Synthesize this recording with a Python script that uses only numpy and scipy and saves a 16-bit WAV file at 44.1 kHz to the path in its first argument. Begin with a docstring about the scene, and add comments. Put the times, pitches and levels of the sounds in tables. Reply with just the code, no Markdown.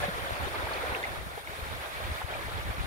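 """Small waves rock a field of thin broken ice plates along a lake shore, heard at two spaced microphones.
At first the water and ice are strong and busiest on the left; they sink after a second, then partly return
while the busy side moves to the right. Plates ring as short resonances, single knocks stand clear of them,
and water washes and fizzes as banded noise. Wind flutters low on each microphone, thumping from a third of
a second on: sparse clicks and noise coloured low, and brief bass swings at unequal levels on the two."""
import sys
import numpy as np
from scipy import signal
from scipy.fft import rfft, irfft
from scipy.io import wavfile
from scipy.ndimage import uniform_filter1d

SR = 44100
rng = np.random.default_rng(int(sys.argv[2]) if len(sys.argv) > 2 else 0)


def generate_wav(signal):
    """Clip the signal to [-1, 1] and save it as 16-bit WAV at the path in sys.argv[1]."""
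    frames = np.transpose(np.atleast_2d(signal))
    scaled = np.clip(frames, -1, 1) * 32767
    pcm = np.round(scaled).astype(np.int16)
    wavfile.write(sys.argv[1], SR, pcm)


N = 126126

SPACING_S = 0.0004134   # sound's travel time from one microphone to the other
ALONG_SHORE = 0.8   # exponent; below 1, sources crowd toward the two ends of the shore

# relative colour shared by water and ice: pitch_hz [Hz], density_db [dB per Hz]
LAKE_COLOUR = [(200, -23), (300, -16), (420, -14), (560, -9), (900, -11), (1500, -10.5), (2350, -14.5),
               (2800, -20.5), (3600, -18), (4500, -25), (5600, -34.5), (7400, -38.5), (8100, -39),
               (9000, -32), (10500, -34), (12500, -36.5), (15700, -40)]


def clinking(levels, right):
    """Plates of all sizes touch at random, in clumps; each ring reaches the nearer microphone first."""
    clinks_per_s, size_spread_db, level_db = 1500, 0.5, -1.9   # level relative to the low surge
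    clump_db, clumps_per_s = 2, 8.3   # wander of the clink rate
    rattle_db, rattles_per_s = 1.5, 11   # each plate pitch has its own busy spells
    ring_cycles, ring_law = 20.2, 0.37   # cycles per 60 dB of decay at 1 kHz; ring time falls as pitch^law
    shadow_db, tick_db = 1, -3.5   # far ear softer; dry crack of each touch against its ring
    margin = 32   # samples of room for the earlier arrivals

    rate = clinks_per_s * from_db(clump_db * drift(clumps_per_s))
    clicks = sparse(rate, size_spread_db, channels=1)[0]
    toward_end = np.sin(np.pi / 2 * rng.random(N)) ** ALONG_SHORE
    side = toward_end * np.where(rng.random(N) < right, 1, -1)   # -1 left to 1 right

    pitches = np.geomspace(330, 5200, 40)
    plate = rng.choice(40, N, p=pitches / pitches.sum())   # high pitches are struck more often
    rings, ticks = np.zeros((2, 2, N + 2 * margin))
    for k, hz in enumerate(pitches):
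        at = np.nonzero(clicks * (plate == k))[0]
        delay = np.round(side[at] * SPACING_S * SR).astype(int)
        pair = np.full(rings.shape, 1e-18)
        pair[0, at + margin + delay] = clicks[at] * from_db(-shadow_db * side[at] / 2)
        pair[1, at + margin] = clicks[at] * from_db(shadow_db * side[at] / 2)
        ticks += pair

        # two equal resonators in a row soften the start of the ring
        decay_db_per_s = 60 * 1000 * (hz / 1000) ** ring_law / ring_cycles
        r = from_db(-decay_db_per_s / SR)
        turn = 2 * np.pi * hz / SR
        for _ in range(2):
            pair = signal.lfilter([1], [1, -2 * r * np.cos(turn), r * r], pair)
        swell = from_db(surge_db(hz, levels) + rattle_db * drift(rattles_per_s))
        rings[:, :N] += rms_one(pair[:, :N]) * np.sqrt(hz) * swell

    tick_gain = from_db(tick_db + levels[2] - levels[2].mean())
    both = rms_one(rings[:, :N]) + rms_one(ticks[:, :N]) * tick_gain
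    return from_db(level_db + levels[0].mean()) * rms_one(colour(both, LAKE_COLOUR))


def knocks():
    """A plate is struck: a rough ring that holds for its length and dies fast in the water."""
    # clearest clinks: start_s [s], pitch_hz [Hz], level_db [dB, main mode before its envelope],
    # length_ms [ms to half amplitude], side [about -1 left to 1 right, by delay alone]
    strikes = [(0.008, 535, -38, 5.1, 0), (0.024, 580, -33.5, 33, -0.77), (0.03, 1712, -32.5, 12, -0.038),
               (0.037, 732, -26.5, 12.4, -1), (0.081, 552, -34.5, 13, -0.17), (0.082, 180, -33.5, 17, 0),
               (0.267, 1490, -29, 8.4, -0.92), (0.307, 690, -23.5, 2.4, -1.35), (0.469, 383, -33, 15, 0.71),
               (0.48, 3810, -35, 1.9, -0.47), (0.669, 910, -29.5, 6.5, 0), (0.688, 1635, -37, 15, 0),
               (0.708, 564, -32, 6, 0), (0.709, 1120, -32, 10.3, -0.16), (0.734, 4350, -35, 5.7, 0.55),
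               (0.774, 2440, -29.5, 2.9, 0.0), (0.833, 507, -33.5, 12, -0.28), (0.915, 943, -34, 8.5, 0),
               (0.949, 2670, -20.5, 1.6, 1.07), (0.952, 1560, -32, 6.7, -1.06),
               (1.029, 3640, -29.5, 1.9, -0.65), (1.037, 2046, -25, 9.4, 0.82), (1.053, 777, -36, 7.9, 0),
               (1.051, 2190, -32, 5, 1.0), (1.374, 460, -34.5, 8.5, -0.9), (1.376, 780, -36, 4.9, -0.12),
               (1.472, 2200, -35, 7.2, 0.79), (1.598, 2400, -36, 5.6, 0.7), (1.964, 2360, -41, 20, -0.14),
               (2.002, 620, -30, 3.5, -0.84), (2.04, 2400, -35.5, 6.1, 1.02),
               (2.216, 870, -25.5, 5.7, -0.1), (2.218, 1396, -37, 5, -0.1), (2.312, 3230, -39.5, 5, -0.7),
               (2.325, 730, -33.5, 4.8, 0.2), (2.338, 2400, -35, 12, 1.02), (2.367, 1220, -38, 9.3, 0.66),
               (2.456, 2010, -36.5, 9.8, 0.94), (2.782, 1150, -34, 5.2, 1.13),
               (2.796, 2450, -38.5, 7, 1.03)]
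    attack_s, roughness = 0.00065, 0.28
    partner_ratio, partner_db = 1.14, -12   # a weaker mode rings just above the main one

    out = np.zeros((2, N + SR))
    t = np.arange(SR // 10) / SR
    noises = rng.standard_normal((len(strikes), len(t)))
    for (start_s, hz, level_db, length_ms, side), noise in zip(strikes, noises):
        attack = 1 - np.exp(-(t / attack_s) ** 2)
        hold = np.exp(-np.log(2) * (1000 * t / length_ms) ** 3)
        around = signal.butter(3, [hz / 1.26, hz * 1.23], "band", fs=SR, output="sos")
        rough = rms_one(signal.sosfilt(around, noise))
        partner = from_db(partner_db) * np.sin(2 * np.pi * partner_ratio * hz * t)
        tone = np.sin(2 * np.pi * hz * t) + partner
        ring = attack * hold * (tone + roughness * rough)
        for channel, lag in enumerate([side, -side]):
            i = max(int((start_s + lag * SPACING_S / 2) * SR), 0)
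            out[channel, i:i + len(t)] += from_db(level_db) * ring
    return out[:, :N]


def wash(levels, right):
    """Water noise in bands, each swelling with the surge and flickering in patches; the fizz is steadier."""
    level_db, fizz_db, fizz_from_hz = 0, 6.5, 5000   # level relative to the low surge; lift of the fizz
    shared_db, own_db, patches_per_s = 0.5, 1.42, 12.4   # flicker of all bands together and of each alone
    fizz_flicker = 0.67   # share of the flicker that the fizz keeps

    out, together = 0, drift(patches_per_s)
    edges = np.geomspace(120, 19000, 25)
    fields = [all_round(right, count=12), all_round(right, count=12)]   # neighbouring bands alternate
    for k, (low, high) in enumerate(zip(edges, edges[1:])):
        hz = np.sqrt(low * high)
        band_pass = signal.butter(2, [low, high], "band", fs=SR, output="sos")
        band = signal.sosfilt(band_pass, fields[k % 2])
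        patch_db = shared_db * together + own_db * drift(patches_per_s)
        if hz >= fizz_from_hz:
            patch_db = patch_db * fizz_flicker
        lift_db = fizz_db * (hz > fizz_from_hz)
        out = out + band * from_db(surge_db(hz, levels) + patch_db + lift_db)
    return from_db(level_db + levels[0].mean()) * rms_one(colour(out, LAKE_COLOUR))


def wind():
    """Eddies flutter on each microphone separately; harder thumps push both at unequal levels."""
    # gust curve: time_s [s], level_db [dB before the trim], left_minus_right_db [dB]
    gusts = [(0.0, -27.5, 0), (0.04, -40, 0.5), (0.13, -39, 0), (0.21, -41.5, -19), (0.29, -41.5, 2),
             (0.33, -37.5, -5), (0.37, -45.5, -9), (0.44, -30.5, 0), (0.5, -43, -6), (0.64, -41, -2),
             (0.69, -44.5, 0.5), (0.92, -40.5, 0.5), (1.01, -50, 4), (1.11, -38, 5), (1.15, -45, 2),
             (1.2, -44, 5), (1.27, -38.5, -6), (1.31, -47.5, 4), (1.43, -50, 20), (1.47, -47, 6),
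             (1.74, -39, -3.5), (1.87, -50.5, 0), (2.06, -34, 2), (2.2, -51, -2), (2.26, -42.5, 26),
             (2.35, -39.5, 2), (2.71, -36, 1), (2.74, -41, 16), (2.8, -35, -3), (2.86, -41.5, 5)]
    # relative colour of the buffeting: pitch_hz [Hz], density_db [dB per Hz]
    buffet = [(20, -29.5), (35, -19.5), (55, -11), (75, -11), (110, -15), (150, -21.5), (220, -27.5),
              (400, -35.5), (800, -90)]
    # hardest thumps: centre_s [s], peak_db [dB before panning], left_minus_right_db [dB]
    thumps = [(0.323, -30, 4), (0.441, -39, -2), (0.642, -31.5, -11), (0.9, -33.5, 15), (1.11, -35, -4),
              (1.631, -32, 0), (2.052, -28, -5), (2.121, -28, -5), (2.5, -37, 1), (2.6, -29, -2),
              (2.718, -43, 22), (2.81, -26, 22)]
    trim_db, eddies_per_s, eddy_spread_db, eddy_share = -0.4, 64, 2.5, 0.58   # the rest is steady noise
    lull_db, lulls_per_s = 2.5, 14   # wander of the level at each microphone
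    thump_hz, thump_s = 67.3, 0.0089   # each thump swings about twice

    gust_db, gust_pan_db = in_time(gusts)
    eddies = rms_one(sparse(eddies_per_s, eddy_spread_db, channels=2))
    air = eddy_share * eddies + (1 - eddy_share) * rng.standard_normal((2, N))
    lulls = from_db(lull_db * np.array([drift(lulls_per_s), drift(lulls_per_s)]))
    flutter = rms_one(colour(air, buffet) * lulls)

    centre_s, peak_db, thump_pan_db = np.transpose(thumps)
    at = np.minimum((centre_s * SR).astype(int), N - 1)
    hits = np.zeros((2, N))
    hits[:, at] = from_db(peak_db) * panned(thump_pan_db) * rng.choice([-1, 1], len(at))
    t = np.arange(-SR // 20, SR // 20) / SR
    push = np.exp(-(t / thump_s) ** 2) * np.cos(2 * np.pi * thump_hz * t)
    thumping = signal.fftconvolve(hits, push[None], "same")
    return from_db(gust_db + trim_db) * panned(gust_pan_db) * flutter + thumping


def all_round(right, count):
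    """White noise from bearings all round the horizon, each with its own delay between the microphones."""
    angles = np.pi * ((np.arange(count) + rng.random(count)) / count - .5)
    ways = np.sin(angles)
    lags = SPACING_S * np.sign(ways) * np.abs(ways) ** ALONG_SHORE
    turn = 2j * np.pi * np.fft.rfftfreq(N, 1 / SR)
    waves = rfft(rng.standard_normal((count, N)))
    pairs = np.array([waves * np.exp(-turn * lags[:, None]), waves])
    # sound from the right reaches the left microphone late
    from_left = irfft(pairs[:, lags < 0].sum(1), N)
    from_right = irfft(pairs[:, lags > 0].sum(1), N)
    return np.sqrt(1 - right) * from_left + np.sqrt(right) * from_right


def surge_db(hz, levels):
    """Level curve at a pitch: a blend of the low, middle and treble curves about their means."""
    # centres of the low, middle and treble curves: pitch_hz [Hz]
    centres_hz = [700, 2500, 9000]
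    place = np.interp(np.log(hz), np.log(centres_hz), np.arange(3))
    return sum(max(1 - abs(place - k), 0) * (db - db.mean()) for k, db in enumerate(levels))


def sparse(per_s, spread_db, channels):
    """Random clicks of random sign; a few are larger than the rest."""
    excess = np.minimum(rng.exponential(1, (channels, N)), 3.0)
    sizes = from_db(spread_db * excess) * rng.choice([-1, 1], (channels, N))
    return sizes * (rng.random((channels, N)) < per_s / SR)


def drift(rate):
    """Random wander of spread 1: low-passed noise without its slowest part; rate is in Hz."""
    step = 40   # samples between drawn points
    r = np.exp(-2 * np.pi * rate * step / SR)
    noise = rng.standard_normal(N // step + 2002)
    slow = signal.lfilter([1], [1, -2 * r, r * r], noise)[2000:]   # drop the filter's run-in
    slow = slow - uniform_filter1d(slow, size=170)
    return np.interp(np.arange(N) / step, np.arange(len(slow)), rms_one(slow))


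def colour(x, points):
    """Give a sound the spectrum of a table."""
    hz = np.fft.rfftfreq(x.shape[-1], 1 / SR) + 1   # keeps the logarithm finite at 0 Hz
    return irfft(rfft(x) * from_db(at_hz(points, hz)), x.shape[-1])


def panned(db):
    """Left and right gains for a level difference, power kept."""
    left = 1 / (1 + from_db(-2 * db))
    return np.sqrt([2 * left, 2 - 2 * left])


def from_db(db):
    """Amplitude gain of a level in dB."""
    return 10 ** (np.asarray(db) / 20)


def rms_one(x):
    """Scale a signal to an RMS of one over all its channels."""
    return x / np.sqrt(np.mean(x ** 2) + 1e-20)


def in_time(rows):
    """Draw each column of a timed table as a curve at the sample rate."""
    s, *columns = np.transpose(rows)
    return [np.interp(np.arange(N) / SR, s, c) for c in columns]


def at_hz(points, hz):
    """Read a spectrum table at any pitch, on a logarithmic pitch scale."""
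    table_hz, table_db = np.transpose(points)
    return np.interp(np.log(hz), np.log(table_hz), table_db)


def scene():
    """Ice, water and wind at the two microphones."""
    # surge of water and ice: time_s [s], low_db, middle_db, treble_db [dB];
    # the low mean sets the level, and each curve acts about its own mean
    surge = [(0.0, -29, -39.5, -46), (0.03, -36, -37, -47.5), (0.12, -37, -43, -49),
             (0.93, -33.5, -40.5, -50), (1.02, -36, -44.5, -49.5), (1.07, -36.5, -43, -51),
             (1.25, -43, -49, -52.5), (1.39, -43, -48.5, -52), (1.45, -47, -51, -54),
             (1.51, -41.5, -46, -50.5), (2.02, -40, -43.5, -50.5), (2.2, -39, -43, -49.5),
             (2.25, -44, -48.5, -53), (2.3, -37, -42.5, -52), (2.4, -39, -44.5, -51),
             (2.86, -41, -44.5, -52)]
    # where the surf is busiest: time_s [s], right_share [0-1]
    bearing = [(0, 0.31), (1.0, 0.35), (1.4, .75), (2.86, 0.91)]
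    levels = in_time(surge)
    right = in_time(bearing)[0]
    return clinking(levels, right) + knocks() + wash(levels, right) + wind()


def record(dry):
    """The top is cut steeply by an elliptic low-pass."""
    cutoff_hz, ripple_db, stop_db = 15750, .3, 55
    low_pass = signal.ellip(11, ripple_db, stop_db, cutoff_hz, fs=SR, output="sos")
    return signal.sosfilt(low_pass, dry)


dry = scene()
out = record(dry)
generate_wav(out)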